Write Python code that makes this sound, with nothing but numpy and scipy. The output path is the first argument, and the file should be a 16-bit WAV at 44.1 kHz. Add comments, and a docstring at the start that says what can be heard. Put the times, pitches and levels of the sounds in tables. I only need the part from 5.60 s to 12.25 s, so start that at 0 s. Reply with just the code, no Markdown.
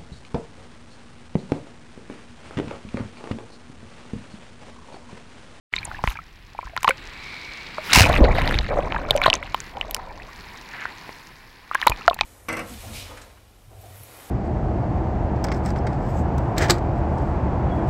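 """A camera floats in the surf off a rocky coast. Over a low rumble and the hiss of distant breakers,
ripples slap its housing and trap ringing air pockets. A wave nears, curls with a hollow hiss and
breaks over it at 2.3 s: spray batters the case, then it is dragged under four times through clouds
of gurgling bubbles. By 5 s it has surfaced among hissing foam, a patch of froth drifts by, and
from 6.1 s more water slaps it as it dips again."""
import sys
import numpy as np
from scipy import signal
from scipy.fft import rfft, irfft
from scipy.io import wavfile

SR = 44100
rng = np.random.default_rng(int(sys.argv[2]) if len(sys.argv) > 2 else 0)


def to_wav(s):
    """Save 16-bit WAV."""
    ch = np.atleast_2d(s).T  # columns
    pcm = np.round(np.clip(ch, -1, 1) * 32767)  # PCM
    wavfile.write(sys.argv[1], SR, pcm.astype(np.int16))


N = 293265
TIME = np.arange(N) / SR


def amp(db):
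    """Decibels to gain."""
    return 10 ** (np.asarray(db) / 20)


def unit_rms(x):
    """Scales to rms 1."""
    return x / np.sqrt(np.mean(x ** 2) + 1e-20)


def fader(rows, column=1):
    """Gain over time from one dB column of a curve, silent outside it."""
    rows = np.asarray(rows)
    return amp(np.interp(TIME, rows[:, 0], rows[:, column], left=-140, right=-140))


def swells(table, column, rise_s, sag_db_per_s, fall_s):
    """Gain for rows (time, length, levels): each rises 60 dB in rise_s, sags, falls 60 dB in fall_s."""
    power = np.zeros(N)
    for row in table:
        t, length = TIME - row[0], row[1]
        fade = np.maximum(-t / rise_s, 0) + np.maximum((t - length) / fall_s, 0)
        near = fade < 2
        sag_db = sag_db_per_s * np.clip(t[near], 0, length)
        power[near] += amp(row[column] - sag_db - 60 * fade[near]) ** 2
    return np.sqrt(power)


def add(mix, start_s, sound):
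    """Mixes a sound in at its cue."""
    part = mix[max(round(start_s * SR), 0):][:len(sound)]
    part += sound[:len(part)]


def filtered(x, order, hz, kind):
    """Butterworth filter."""
    return signal.sosfilt(signal.butter(order, hz, kind, fs=SR, output="sos"), x)


def equalised(x, eq):
    """Minimum-phase EQ that rolls off 18 dB an octave past the curve's ends; output at rms 1."""
    hz, db = np.transpose(eq)
    octave = np.log2(abs(np.fft.fftfreq(8192, 1 / SR)) + 1)
    points = np.log2(hz)
    beyond = abs(octave - np.clip(octave, points[0], points[-1]))
    gain_db = np.maximum(np.interp(octave, points, db) - 18 * beyond, -100)
    spectrum = np.exp(np.conj(signal.hilbert(np.log(amp(gain_db)))))
    taps = np.fft.ifft(spectrum).real
    return unit_rms(signal.oaconvolve(x, taps[:len(taps) // 2])[:N])


def wander(rate_hz):
    """Smooth random modulation of rms 1."""
    rolloff = 1 + (np.fft.rfftfreq(N, 1 / SR) / rate_hz) ** 4
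    return unit_rms(irfft(rfft(rng.standard_normal(N)) / rolloff, N))


def impacts(per_s, spread_db):
    """Random clicks, most small and a few large."""
    size = amp(spread_db * np.minimum(rng.exponential(1, N), 4))
    return size * rng.choice([-1, 1], N) * (rng.random(N) < per_s / SR)


def ping(hz, t60, rise, attack):
    """An air pocket or a struck case rings down, gliding up from hz; a higher attack is snappier."""
    t = np.arange(int(SR * (t60 + .002))) / SR
    turns = hz * t * (1 + rise * t / t60)
    onset = 1 - np.exp(-(attack * hz * t) ** 2)
    return np.sin(2 * np.pi * turns) * np.exp(-np.log(1000) * t / t60) * onset


def bubbles(from_hz, to_hz, per_s, cycles, rise, spread_db, sizes):
    """A bubble cloud: each size fires at random and rings for its own random multiple of cycles."""
    cloud = np.zeros(N)
    for hz, stretch in zip(np.geomspace(from_hz, to_hz, sizes), rng.uniform(0.35, 3.0, sizes)):
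        ring = unit_rms(ping(hz, cycles * stretch / hz, rise, attack=1.64))
        cloud += signal.oaconvolve(impacts(per_s / sizes, spread_db), ring * hz / np.sqrt(stretch))[:N]
    return unit_rms(cloud)


# the camera goes under four times: (time [s], length [s], gurgle level [dB], rumble level [dB])
DUNKS = [(2.37, 0.55, -21.5, -17), (3.115, 0.35, -29, -30.5), (3.5, 0.24, -29, -46),
         (4.16, 0.46, -38.5, -43)]


def dunk_envelopes():
    """Gains of the bubble churn and the eddies: both calm during a dunk, and the eddies linger."""
    churn = swells(DUNKS, 2, rise_s=0.17, sag_db_per_s=11.5, fall_s=0.48)
    eddies = swells(DUNKS, 3, rise_s=0.17, sag_db_per_s=7.5, fall_s=2.4)
    return churn, eddies


# low bed of water flowing past the housing: (time [s], level [dB])
FLOW = [(.126, -39.5), (.5, -40), (.75, -50), (1.3, -45), (2.0, -48), (4.1, -45), (6.0, -52.5), (6.3, -49),
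        (6.65, -38)]
# its sub-heavy tone: (frequency [Hz], gain [dB])
RUMBLE_EQ = [(12, -15.5), (20, 5), (49, -3), (134, -12.5), (207, -16.5), (259, -22.5), (350, -22.5),
             (460, -35), (770, -120)]


def rumble():
    """Eddies press on the case as a lumpy rumble, hardest under water."""
    _, eddies = dunk_envelopes()
    lumpy = rng.standard_normal(N) * amp(2 * wander(29))
    return equalised(lumpy, RUMBLE_EQ) * np.hypot(fader(FLOW), eddies)


# airborne surf as the wave nears, and once it has passed: (time [s], body fader [dB], fizz level [dB])
SURF_AHEAD = [(.126, -48, -68), (.3, -51, -58), (.66, -56.5, -63.5), (1.2, -54, -65), (1.4, -45, -62),
              (1.7, -46, -61), (2.2, -43.5, -61), (2.27, -37.5, -38), (2.35, -31, -48)]
SURF_BEHIND = [(3.75, -43, -71), (4.0, -46, -53.5), (4.72, -45.5, -54), (5.3, -45.5, -56.5),
               (5.52, -47.5, -52.5), (5.8, -53, -57.5), (6.1, -53, -59), (6.4, -43, -56),
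               (6.65, -61.5, -72)]
# tone of each wash, and of the fizz on top: (frequency [Hz], gain [dB])
AHEAD_EQ = [(100, 1.5), (300, 1), (600, -4), (1000, 1.5), (1350, -1.5), (1900, 2), (2270, 0), (2600, 1),
            (3000, -5.5), (4200, -6.5), (5200, -20), (6200, -27.5), (7300, -19.5), (9000, -28.5)]
BEHIND_EQ = [(100, 6), (350, 4), (600, -1), (1000, 8), (1300, 0), (1800, 6), (2400, 3), (3200, -10),
             (4500, -4.5), (5500, -69), (7000, -15), (9000, -44)]
FIZZ_EQ = [(5000, -6.5), (7300, -22.5), (9000, -19), (13000, -16.5), (15000, -29), (16000, -9)]
MUFFLE_DB = -48.5  # churn at this level ducks the surf behind the wave by half


def surf():
    """Distant breakers hiss smoothly, with near foam ticking over them; going under shuts them out."""
    ticks = amp(-5) * bubbles(1200, 4800, per_s=400, cycles=9, rise=.1, spread_db=3, sizes=16)
    grainy = rng.standard_normal(N) + amp(-6) * unit_rms(impacts(1500, spread_db=2.5))
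    fizz = equalised(grainy, FIZZ_EQ)
    beds = []
    for ride, eq in (SURF_AHEAD, AHEAD_EQ), (SURF_BEHIND, BEHIND_EQ):
        flutter = amp(wander(30))
        wash = amp(3) * equalised(rng.standard_normal(N) * flutter, eq)
        beds.append(fader(ride) * (wash + ticks) + fader(ride, column=2) * fizz)
    ahead, behind = beds
    churn, _ = dunk_envelopes()
    return ahead + behind / (1 + churn / amp(MUFFLE_DB))


# white water washes over the case: (time [s], length [s], crackle level [dB], spray fader [dB])
SPLASHES = [(.13, .24, -45, -69), (.44, .09, -38.5, -53.5), (1.21, 0.046, -50, -59),
            (1.28, 0.0094, -25, -55), (2.3, .03, -21.5, -51), (2.345, .05, -22, -48),
            (2.43, 0.1, -25.5, -51), (2.53, 0.049, -24, -53), (2.64, 0.015, -28, -66),
            (2.75, 0.23, -27.5, -56), (3.01, 0.081, -35, -67), (3.34, 0.088, -42.5, -76),
            (3.56, 0.016, -44, -72), (3.635, 0.041, -22, -54), (3.735, 0.014, -29.5, -60),
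            (3.83, 0.43, -44, -72), (4.3, 0.049, -61, -70), (6.12, 0.067, -37.5, -72), (6.2, .08, -41, -61),
            (6.59, 0.018, -37, -62)]
# tone of the midrange crackle and the airy spray: (frequency [Hz], gain [dB])
CRACKLE_EQ = [(500, -58), (1000, -2.5), (1700, 2), (2600, 0), (3200, -5.5), (4000, -4), (6000, -27),
              (10000, -30)]
SPRAY_EQ = [(3000, -10), (6000, -4), (8000, -11), (11000, -14.5), (15000, -16)]


def foam():
    """Small bubbles and droplets burst on the case in bunches, with each splash and each dunk."""
    bunches = amp(2 * wander(78))
    pops = bubbles(900, 6000, per_s=900, cycles=14, rise=.08, spread_db=4, sizes=24)
    clicks = amp(-6) * unit_rms(impacts(1500, spread_db=2.5))
    crackle = equalised(bunches * (pops + clicks), CRACKLE_EQ)
    mist = bubbles(3500, 14000, per_s=1200, cycles=14, rise=.05, spread_db=4, sizes=16)
    spray = amp(7.5) * equalised(bunches * mist, SPRAY_EQ)
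    churn, _ = dunk_envelopes()
    mix = np.zeros(N)
    for layer, column, underwater_db in (crackle, 2, -15), (spray, 3, -39.5):
        splash = swells(SPLASHES, column, rise_s=0.032, sag_db_per_s=33, fall_s=0.096)
        mix += layer * np.hypot(splash, churn * amp(underwater_db))
    return mix


# a light sprinkle on the case: (time [s], level [dB])
DROPLETS = [(.13, -60), (.7, -68), (2.1, -67), (2.5, -52), (4.4, -60), (5.3, -54), (5.8, -64), (6.65, -61)]


def droplets():
    """Stray drops and lone foam bubbles tick softly on the case."""
    ticks = bubbles(1500, 7500, per_s=220, cycles=15, rise=.1, spread_db=2.5, sizes=14)
    return unit_rms(filtered(ticks, 2, 4500, "low")) * fader(DROPLETS)


# foreground water slaps: (time [s], pocket pitch [Hz], pocket level [dB], pocket t60 [s],
# knock pitch [Hz], knock level [dB], pre-filter snap level [dB])
SLAPS = [(.1378, 2125, -10, 0.015, 2190, 0.5, -32), (0.158, 7400, -26.5, 0.0088, 3640, -20, -40),
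         (0.164, 3710, -11.5, .012, 2650, -4, -39), (0.187, 4170, -20.5, .02, 1450, -29, -47),
         (0.4392, 930, 12.5, 0.0038, 2290, -9.5, -26), (0.4753, 1050, -3.5, 0.007, 2120, 2.5, -36),
         (.949, 830, -24, 0.02, 1090, -27, -55), (.9806, 2370, -32, 0.019, 1470, -37, -47),
         (0.9894, 955, -16.5, 0.02, 900, -9.5, -53.5), (1.0287, 1020, -25.5, 0.033, 760, -21.5, -52),
         (1.071, 1040, -23.5, .017, 4160, -30, -42), (1.165, 1010, -14.5, 0.023, 1940, -3.5, -24),
         (1.176, 1420, -4.5, 0.0074, 3900, -5, -50), (1.231, 1080, -14, 0.0095, 2250, -6, -13),
         (1.2451, 1030, -3, 0.02, 2670, 0.5, -20), (1.2475, 910, -14.5, 0.061, 1600, -8, -45),
         (1.2758, 1000, -35, 0.012, 1950, 1, -45), (1.2788, 1125, 6, 0.014, 3800, 0, -23),
         (1.289, 2710, -3, 0.0095, 980, -4, -26), (1.2935, 533, -14.5, 0.077, 690, -2.5, -13),
         (1.3075, 1520, -7.5, 0.028, 2290, -10, -28), (1.3066, 2260, -10, 0.021, 2700, -13, -45),
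         (2.1824, 620, -18.5, 0.058, 1160, -5.5, -38), (2.3318, 2130, 18.5, 0.002, 4970, 11, -11),
         (2.3348, 1950, -10, 0.0045, 4330, 14, 2), (2.3548, 1060, 1.5, 0.01, 2620, -8, -18),
         (2.418, 1670, -2, 0.0097, 4570, 8.5, -7), (2.4405, 2500, -4, 0.018, 1700, -5, -27),
         (2.4535, 2520, 0.5, 0.0069, 1500, -10, -28), (2.4973, 630, -2.5, 0.024, 1060, 0.5, -37),
         (2.7849, 740, -1.5, .014, 2870, -9, -38), (2.8183, 1110, 1, 0.0018, 2460, -3, -24),
         (2.8764, 4040, -5, 0.0036, 1840, -2, -27), (2.9106, 490, -14, .009, 1610, 0.5, -23),
         (2.9232, 644, 9, .0038, 1570, -3, -25), (2.9425, 3680, -15, 0.014, 2200, -1.5, -50),
         (2.9883, 4000, 3.5, 0.0027, 1930, -3.5, -34), (3.1876, 580, 4, 0.015, 1350, -9, -45),
         (3.3227, 780, 0.5, 0.0071, 2470, -2, -49), (3.3454, 900, -13, 0.036, 1730, -8, -52),
         (3.3623, 1220, -9, 0.016, 1530, -7, -52), (3.364, 1620, -13.5, 0.028, 900, -14, -50),
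         (3.4887, 1150, -13, .007, 4200, -18, -42), (3.5081, 3570, 7, 0.0055, 640, 0.5, -12),
         (3.5508, 579, -8.5, 0.15, 2450, -37, -50), (3.5636, 575, -11, 0.074, 2790, -8, -16),
         (3.5755, 5900, -20, .007, 2680, -5.5, -30), (3.6164, 2280, -6, 0.015, 1210, -2, -23),
         (3.638, 3520, -12, .012, 1490, -12, -27), (3.644, 1505, -7.5, 0.028, 2200, -17, -40),
         (3.6609, 1050, 4, 0.018, 654, 5, -15), (3.6792, 660, -3, 0.032, 970, 1.5, -33),
         (3.701, 3140, 2, 0.0044, 3560, 6, -35), (3.73, 2690, 3, 0.0095, 550, -12, -37),
         (3.7394, 1036, .5, 0.0048, 5340, 4, -48), (3.7533, 6340, -10.5, .005, 2500, -15, -38),
         (3.828, 2010, -11, 0.0063, 1550, -9, -38), (3.9452, 976, 3, 0.0078, 2930, -1, -21),
         (4.0036, 6600, -7, 0.0017, 1750, -15.5, -42), (4.1701, 800, -14.5, 0.02, 3000, -17, -41),
         (4.212, 2780, -4.5, 0.0087, 800, -14.5, -33), (4.3103, 12300, -12.5, 0.0031, 2840, -14.5, -16),
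         (4.346, 2850, -9.5, 0.006, 5160, -2, -5), (4.3654, 1180, 7.5, 0.0018, 4430, -16, -22),
         (5.2542, 1540, -9, 0.016, 966, -9.5, -43), (5.4926, 780, 20.5, 0.0012, 1680, -17, -48),
         (6.1132, 1190, -13.5, .02, 1267, -9, -39), (6.1475, 1070, -12, 0.032, 2070, -5.5, -15),
         (6.1521, 1616, -3, 0.022, 1010, -3, -28), (6.2155, 990, -21.5, 0.03, 3170, -2, -27),
         (6.2263, 1940, -7, 0.0096, 1110, -26, -44), (6.2294, 1680, -6, 0.0095, 1110, -28, -32),
         (6.2667, 800, 12, 0.0041, 1310, 0.5, -47), (6.2691, 943, 6.5, 0.013, 2310, -5, -4),
         (6.2725, 1060, 21, 0.0038, 2080, 10, -28), (6.2805, 3960, -6, 0.0067, 970, -5, -19),
         (6.2973, 626, 2, 0.0049, 3080, -6, -9), (6.3027, 930, -13, 0.017, 400, -19, -48),
         (6.3165, 905, -3, 0.007, 2650, -30, -42), (6.3199, 2450, -14, 0.029, 1040, -9, -48),
         (6.4793, 692, 0, 0.054, 1370, 16, -22), (6.4991, 3600, -4.5, 0.0032, 724, -28, -28),
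         (6.5103, 1085, -11, 0.034, 630, -5, -40), (6.531, 2620, -25, 0.025, 880, -11.5, -50),
         (6.5438, 4150, -22, .005, 2480, -29, -16), (6.589, 3450, -13, .0021, 920, -17.5, -36),
         (6.6103, 2520, -6.5, 0.021, 3600, 8.5, -34), (6.6113, 863, -8, 0.02, 1070, -2, -45),
         (6.6338, 2360, -25, 0.016, 3600, -21, -50)]
KNOCK_CYCLES = 6.53  # a knock dies within a few cycles, whatever its pitch


def slaps():
    """Each slap knocks and snaps on the case, rings it and an air pocket, and leaves a short splatter."""
    rings, snaps = np.zeros(N), np.zeros(N)
    case_ring = amp(-20.5) * ping(hz=1036, t60=.035, rise=.005, attack=0.68)
    t = np.arange(400) / SR
    for start, pocket_hz, pocket_db, pocket_t60, knock_hz, knock_db, snap_db in SLAPS:
        pocket = ping(pocket_hz, pocket_t60, rise=0.0022, attack=1.09)
        knock = ping(knock_hz, KNOCK_CYCLES / knock_hz, rise=0.0081, attack=1.76)
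        snap = rng.standard_normal(len(t)) * t * np.exp(-t / 0.00035)
        add(rings, start, amp(pocket_db) * pocket)
        add(rings, start, amp(knock_db) * knock)
        add(rings, start, amp(min(knock_db, pocket_db)) * case_ring)
        add(snaps, start, amp(snap_db) * snap / abs(snap).max())
    direct = rings + filtered(snaps, 1, [3500, 13000], "band")
    t = np.arange(3000) / SR
    splatter = rng.standard_normal(len(t)) * np.exp(-t / 0.0018) * (1 - np.exp(-t / 0.0037))
    splatter = filtered(splatter, 2, 1100, "high")  # droplets carry no bass
    return direct + amp(-12) * signal.oaconvolve(direct, splatter / np.linalg.norm(splatter))[:N]


# ripples lap at the case: (time [s], length [s], level [dB])
LAPS = [(.17, 0.45, -42.5), (.95, 0.31, -47), (4.2, 0.78, -51.5), (6.19, 0.061, -43), (6.33, .12, -46.5),
        (6.53, 0.15, -39)]


def lapping():
    """Ripples trap small air pockets that plink one after another."""
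    plinks = bubbles(644, 2600, per_s=260, cycles=20, rise=0.15, spread_db=9, sizes=20)
    return plinks * swells(LAPS, 2, rise_s=0.032, sag_db_per_s=0, fall_s=0.096)


# gulps of air torn under the surface: (centre time [s], length [s], level [dB], centre pitch [Hz])
GULPS = [(0.317, 0.24, -45.5, 866), (0.519, 0.033, -42, 960), (2.611, 0.066, -19.5, 251),
         (2.628, 0.086, -18.5, 510), (2.678, 0.037, -22.5, 614), (2.924, 0.074, -35, 285),
         (3.001, 0.0306, -36.5, 575), (3.148, .14, -26, 580), (4.424, 0.063, -42, 830),
         (6.244, 0.12, -42, 1130)]
# throaty tone of the underwater churn: (frequency [Hz], gain [dB])
CHURN_EQ = [(150, -8), (260, -3), (380, -5.5), (600, 1), (950, -0.5), (1400, -11.5), (2500, -10.5)]


def gurgle():
    """Gulps of air shatter into clusters of like-sized bubbles; large bubbles churn during the dunks."""
    cloud = bubbles(174.1, 2140, per_s=1600, cycles=25.4, rise=0.276, spread_db=4.5, sizes=36)
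    churn, _ = dunk_envelopes()
    mix = equalised(cloud, CHURN_EQ) * churn
    for centre, length, db, hz in GULPS:
        cluster = np.zeros(int(SR * (length + .1)))
        count = int(400 * length) + 4
        for scatter, detune, strength in rng.standard_normal((count, 3)):
            ring = ping(hz * 2 ** (0.18 * detune), t60=0.028, rise=0.11, attack=4.9)
            add(cluster, length * (.5 + scatter / 4), strength * ring)
        cluster *= np.sqrt(length * SR) / np.linalg.norm(cluster)  # rms 1 over the gulp's length
        add(mix, centre - length / 2, amp(db) * cluster)
    return mix


# one tiny, high chirp of draining water: (time [s], pitch [Hz], level [dB])
SQUEAK = [(.245, 11400, -53), (0.251, 9750, -25.5), (0.254, 7100, -24.5), (.26, 6300, -54)]


def squeak():
    """A film of water drains with a thin, unsteady, falling whistle."""
    times, hz, _ = np.transpose(SQUEAK)
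    pitch = np.interp(TIME, times, hz) * (1 + 0.049 * wander(1600))
    return np.sin(2 * np.pi * np.cumsum(pitch) / SR) * fader(SQUEAK, column=2)


# low thumps of water on the housing: (time [s], level [dB], starting pitch [Hz], t60 [s])
SHOVES = [(0.442, -6.5, 116, 0.012), (0.476, -9.5, 40, 0.091), (1.052, -25.5, 42.5, 0.14),
          (1.181, -30, 110, .025), (1.281, -21, 139, .025), (2.376, 10, 93, 0.0076),
          (2.408, -2.5, 87, 0.15), (2.614, 1.5, 51, 0.13), (2.991, -10, 48.3, 0.091),
          (3.508, -18.5, 106, 0.057), (3.68, -18.5, 103, 0.055), (6.296, -17, 95.5, 0.06),
          (6.307, -16, 37.6, 0.11), (6.476, -25, 40, 0.088)]


def shoves():
    """Heavy shoves of water rock the housing for a few cycles."""
    thumps = np.zeros(N)
    for start, db, hz, t60 in SHOVES:
        add(thumps, start, amp(db) * ping(hz, t60, rise=0.37, attack=21))
    return thumps


# the nearing wave curls over: (time [s], length [s], level [dB])
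CURL = [(1.68, 0.64, -38)]
# its hollow tone: (frequency [Hz], gain [dB])
CURL_EQ = [(1850, -9), (2280, 10), (2700, -14), (3150, -12), (4100, -3.5), (6100, -20), (7350, -28),
           (9000, -33)]


def curl():
    """The hollow of the breaking wave colours its hiss with a few broad resonances."""
    hiss = equalised(rng.standard_normal(N), CURL_EQ)
    return hiss * swells(CURL, 2, rise_s=0.76, sag_db_per_s=14, fall_s=0.73)


# the big hit, as the lip of the wave lands: (time [s], level [dB])
CRASH = [(2.326, -71), (2.332, -13), (2.36, -12), (2.385, -10.5), (2.40, -14.5), (2.445, -25.5),
         (2.475, -30)]
# its hard, bright tone: (frequency [Hz], gain [dB])
CRASH_EQ = [(240, -41), (400, -42), (653, -21), (761, -21), (900, -2), (1380, -8), (1540, -3), (2710, 2.5),
            (3110, -7), (5230, -3), (5910, -7), (13300, -19), (15500, -18)]


def crash():
    """Sheets of water batter the case in bursts a few milliseconds long."""
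    blows = impacts(7000, spread_db=6) * amp(4 * wander(180))
    return equalised(blows, CRASH_EQ) * fader(CRASH)


# a patch of froth drifts by: (time [s], level [dB])
FROTH = [(5.08, -85), (5.14, -33.5), (5.17, -42), (5.22, -32.5), (5.26, -38), (5.31, -46)]


def froth():
    """Tightly packed bubbles of nearly one size pop in a brief, narrow sizzle."""
    pops = bubbles(1880, 1700, per_s=1300, cycles=5.3, rise=0.039, spread_db=2.5, sizes=10)
    return pops * fader(FROTH)


def scene():
    """All the water, mixed to mono."""
    sea = rumble() + surf() + foam() + droplets()
    close_water = slaps() + lapping() + gurgle() + squeak() + shoves()
    wave = curl() + crash() + froth()
    return (sea + close_water + wave)[None]


def record(dry):
    """The microphone passes no steady pressure, soft-clips the loudest blows and loses the very top."""
    dry = filtered(dry, 1, 12, "high")
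    clipped = dry / (1 + dry ** 6) ** (1 / 6)
    high_cut = signal.firwin(255, 15800, window=("kaiser", 8), fs=SR)
    return signal.oaconvolve(clipped, high_cut[None], "same")


dry = scene()
out = record(dry)
to_wav(out)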